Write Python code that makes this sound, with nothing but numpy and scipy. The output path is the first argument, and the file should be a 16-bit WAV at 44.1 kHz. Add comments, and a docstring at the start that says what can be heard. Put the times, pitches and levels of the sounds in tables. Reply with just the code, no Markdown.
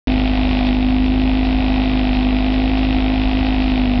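"""An engine holds a fast idle, heard from the driver's seat of a bare race car.
Its firing pulses boom in the cabin, strongest at five times the firing rate. Every firing also knocks
through the metal, with a growl just after it and lighter valve ticks in between. A loose panel buzzes
and belt-driven parts whine faintly, over a low rumble and a rush of air that pulses with the engine."""
import sys
import numpy as np
from scipy import signal
from scipy.fft import rfft, irfft
from scipy.io import wavfile

SR = 44100
rng = np.random.default_rng(int(sys.argv[2]) if len(sys.argv) > 2 else 0)


def generate_wav(signal):
    """Clip the signal to [-1, 1] and save it as 16-bit WAV at the path in sys.argv[1]."""
    frames = np.transpose(np.atleast_2d(signal))
    scaled = np.clip(frames, -1, 1) * 32767
    pcm = np.round(scaled).astype(np.int16)
    wavfile.write(sys.argv[1], SR, pcm)


N = 176400
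T = np.arange(N) / SR
CYLINDERS = 4  # each fires once in an engine cycle
# how loud the knocks, ticks, rush and buzz are together: (time [s], level [dB])
CLATTER_LEVEL = [(0.1, -27), (0.55, -26.5), (0.68, -26.5), (0.78, -29.5), (1.05, -29.5), (1.35, -28.5),
                 (1.8, -27), (2.3, -27.5), (2.75, -27.5), (3.6, -27.0), (4.0, -28.5)]


def from_db(db):
    """Turn decibels into a number to multiply a sound by."""
    return 10 ** (np.asarray(db) / 20)


def rms_one(x):
    """Scale a signal so that its average strength (rms) is 1."""
    return x / np.sqrt(np.mean(x ** 2) + 1e-20)


def in_time(rows):
    """Join (time, value) points with straight lines, giving a value at every sample."""
    return np.interp(T, *np.transpose(rows))


def drift(rate_hz):
    """A smooth random wobble of typical size 1; a higher rate makes it quicker."""
    step, warm_up = 40, 2000
    r = np.exp(-2 * np.pi * rate_hz * step / SR)
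    draws = rng.standard_normal(N // step + warm_up + 2)
    slow = signal.lfilter([1], [1, -2 * r, r * r], draws)[warm_up:]
    return np.interp(np.arange(N) / step, np.arange(len(slow)), rms_one(slow))


def noise(spectrum):
    """Noise of strength 1, shaped by a table of (frequency, level) points."""
    hz, db = np.transpose(spectrum)
    bin_hz = np.arange(N // 2 + 1) * SR / N
    gains = from_db(np.interp(np.log(bin_hz + 1), np.log(hz), db))
    return rms_one(irfft(rfft(rng.standard_normal(N)) * gains, N))


def strike(times, levels_db, modes, spread_db):
    """Blows make metal ring at its own tones (modes), each a little louder or softer every time."""
    out = np.zeros(N)
    at = np.clip(times * SR, 0, N - 1).astype(int)
    for k, (hz, db, ring_s) in enumerate(modes):
        clicks = np.zeros(N) + 1e-18
        clicks[at] = from_db(levels_db + db + spread_db * rng.standard_normal(len(at)))
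        decay, turn = from_db(-60 / (ring_s * SR)), 2 * np.pi * hz / SR  # per sample
        ring = signal.lfilter([0, np.sin(turn)], [1, -2 * decay * np.cos(turn), decay * decay], clicks)
        out += (-1) ** k * ring
    return out


def each_firing(firings, place, jitter_s):
    """Slightly uneven times at one place (0 to 1) on the way from each firing to the next."""
    times = np.interp(np.arange(int(firings[-1])) + place, firings, T)
    return times + jitter_s * rng.standard_normal(len(times))


def exhaust_drone(firings):
    """Firing pulses make nearly steady tones that boom in the cabin; uneven cylinders add wavering ones."""
    # the cabin's boom: (time [s], relative level [dB])
    boom_level = [(0.1, -13.5), (0.35, -16.6), (0.65, -14.5), (1.0, -13.5), (1.35, -15), (1.6, -15),
                  (2.2, -14.5), (2.85, -16.2), (3.3, -15.9), (3.8, -14.5), (4.0, -15)]
    # the other exhaust tones: (multiple of the engine cycle rate, level [dB])
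    tones = [(2, -42), (3, -35), (4, -20), (5, -48.5), (6, -38), (7, -49.5), (8, -34.5), (10, -41),
             (12, -43), (13, -49.5), (14, -47.5), (16, -33.5), (17, -50), (18, -45), (19, -46.5),
             (24, -33.5), (25, -46.5), (27, -50), (28, -40), (32, -45.5), (36, -46.5)]
    angle = 2 * np.pi * (firings - .02) / CYLINDERS  # one turn per engine cycle
    boom_db = in_time(boom_level) - 3 + .59 * drift(10)
    out = -from_db(boom_db) * np.cos(5 * CYLINDERS * angle)
    cycle_hz = firings[-1] / T[-1] / CYLINDERS
    for multiple, db in tones:
        uneven = multiple % CYLINDERS > 0
        khz = multiple * cycle_hz / 1000
        waver_db = (4 if uneven else .29) + 2.5 * khz  # higher tones waver more
        bass_lag = .16 * multiple / CYLINDERS if multiple <= 12 else 0  # the lowest arrive later
        lag_turns = uneven * rng.random() + bass_lag
        out -= from_db(db + waver_db * drift(4.3)) * np.cos(multiple * angle - 2 * np.pi * lag_turns)
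    return np.sqrt(2) * out


def knocks(firings):
    """Each firing knocks on the metal, and a softer rebound follows at once."""
    # how hard each cylinder knocks: (relative level [dB])
    cylinder_db = [-1.4, 0.9, 1, -.2]
    # the tones a knock rings: (frequency [Hz], relative level [dB], time to fade by 60 dB [s])
    modes = [(657, -20, 0.038), (764, -20, 0.021), (1050, -22.5, 0.01), (1473, -26.5, 0.023),
             (1913, -15.5, 0.018), (2356, -4.5, 0.0051), (2674, -4, 0.0058), (3073, -7, 0.0065),
             (3524, -9, 0.0048)]
    times = each_firing(firings, place=.125, jitter_s=.00006)
    levels_db = 17 + np.resize(cylinder_db, len(times)) + .4 * rng.standard_normal(len(times))
    rebound_times = times + .000765 + .00003 * rng.standard_normal(len(times))
    first_hits = strike(times, levels_db, modes, spread_db=.5)
    return first_hits + strike(rebound_times, levels_db - 9, modes, spread_db=.5)


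def growl(firings):
    """A cluster of tones chugs just after each knock, rising and falling further than the clatter."""
    # the growl's tones: (multiple of the engine cycle rate, relative level [dB])
    tones = [(52, -10), (56, -15), (60, -15.5), (64, -15.5), (68, -25.5)]
    angle = 2 * np.pi * (firings - .24) / CYLINDERS
    clatter_db = in_time(CLATTER_LEVEL)
    level_db = clatter_db.mean() + 1.8 * (clatter_db - clatter_db.mean())
    chug = sum(from_db(db + .4 * drift(12)) * np.cos(multiple * angle) for multiple, db in tones)
    return np.sqrt(2) * from_db(level_db) * chug


def air_rush(firings):
    """Air and machinery make a noise that swells just after each knock."""
    # the tone colour of the rush: (frequency [Hz], relative level [dB])
    spectrum = [(300, -7.5), (450, 4.5), (580, 5), (740, 11), (1000, 3), (1250, -1.5), (1700, -4.5),
                (2100, -1), (2700, -2.5), (3700, -2.5), (4500, -10), (5300, -20.5), (6000, -41.5)]
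    swell_db = 1.5 * np.cos(2 * np.pi * (firings - .25))
    return noise(spectrum) * from_db(-4 + swell_db)


def valve_ticks(firings):
    """Valves tick lightly between the knocks; each cylinder's valves have a strength of their own."""
    # the ticks: (place between two firings [0 to 1], relative level [dB])
    ticks = [(.57, 5), (.78, -0.5), (0.989, 1.5)]
    # the tones a tick rings: (frequency [Hz], relative level [dB], time to fade by 60 dB [s])
    modes = [(730, -3, 0.016), (1950, -7.5, 0.014), (2490, -4.5, .008), (3360, -11, 0.0062),
             (3880, -10, 0.011), (4630, -13, 0.0066), (5166, -16.5, 0.0098)]
    out = np.zeros(N)
    for place, db in ticks:
        times = each_firing(firings, place, jitter_s=.0004)
        cylinder_db = 1.5 * rng.permutation(np.linspace(-1, 1, CYLINDERS))
        out += strike(times, db + np.resize(cylinder_db, len(times)), modes, spread_db=1.2)
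    return out


def panel_buzz(firings):
    """A loose panel rattles brightly once per engine cycle, now weaker, now stronger."""
    # the tone colour of the rattle: (frequency [Hz], relative level [dB])
    spectrum = [(500, -24.5), (800, -3.5), (1400, -10), (2400, -1.5), (3600, -1.5), (4300, -2.5),
                (5200, -10), (6000, -26.5)]
    swell_db = 4 * np.cos(2 * np.pi * (firings - 2.1) / CYLINDERS)
    return noise(spectrum) * from_db(-16.5 + swell_db + 2.5 * drift(7.1))


def belt_whines(firings):
    """Belt-driven parts spin in step with the engine, each whining at its own pitch."""
    # one tone for each part: (multiple of the firing rate, level [dB])
    tones = [(9.59, -45), (11.06, -45)]
    angle = 2 * np.pi * firings
    whine = sum(from_db(db + 2 * drift(3.1)) * np.sin(multiple * angle) for multiple, db in tones)
    return np.sqrt(2) * whine


def body_rumble():
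    """The car's body shakes unevenly, and the cabin adds a hollow roar around its boom."""
    # the tone colour of the shaking: (frequency [Hz], relative level [dB])
    shake_spectrum = [(15, -14), (35, -3), (60, -2), (85, 4), (115, -8), (160, -15.5), (250, -26.5)]
    # how hard the body shakes: (time [s], relative level [dB])
    shake_level = [(0.1, -23.5), (0.2, -18.5), (0.4, -23), (0.52, -15), (0.65, -35), (0.95, -21),
                   (1.1, -27), (1.7, -25.5), (2.1, -37.5), (2.8, -31), (3.3, -24.5), (4.0, -26)]
    # the tone colour of the cabin's roar: (frequency [Hz], relative level [dB])
    roar_spectrum = [(120, -14.5), (180, -15.5), (235, -2.5), (290, -3), (360, -3.5), (440, -11.5),
                     (600, -30)]
    shake = noise(shake_spectrum) * from_db(in_time(shake_level) - 4.5 + 3.5 * drift(5.2))
    roar = from_db(-36.5) * noise(roar_spectrum)
    return signal.sosfilt(signal.butter(2, 600, fs=SR, output="sos"), shake + roar)


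def scene():
    """One crankshaft sets the pace of every layer except the rumble."""
    # engine speed: (time [s], firing rate [Hz])
    speed = [(0.07, 51.14), (0.42, 51.21), (0.65, 50.39), (1.0, 51.22), (1.3, 51.66), (1.9, 51.49),
             (2.08, 50.95), (2.25, 50.79), (2.75, 52.11), (3.1, 51.69), (3.45, 51.98), (3.7, 51.5),
             (3.85, 50.49), (4.0, 49.18)]
    firings = np.cumsum(in_time(speed)) / SR  # how many firings have passed so far
    clatter = knocks(firings) + valve_ticks(firings) + air_rush(firings) + panel_buzz(firings)
    clatter *= from_db(in_time(CLATTER_LEVEL))
    tones = exhaust_drone(firings) + growl(firings) + belt_whines(firings)
    return (tones + clatter + body_rumble())[None]


def record(dry):
    """The sound starts abruptly, and its highest treble is cut away."""
    start_s, cutoff_hz = .0725, 5900
    low_pass = signal.ellip(10, .2, 80, cutoff_hz, fs=SR, output="sos")
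    return signal.sosfilt(low_pass, dry * (T >= start_s))


dry = scene()
out = record(dry)
generate_wav(out)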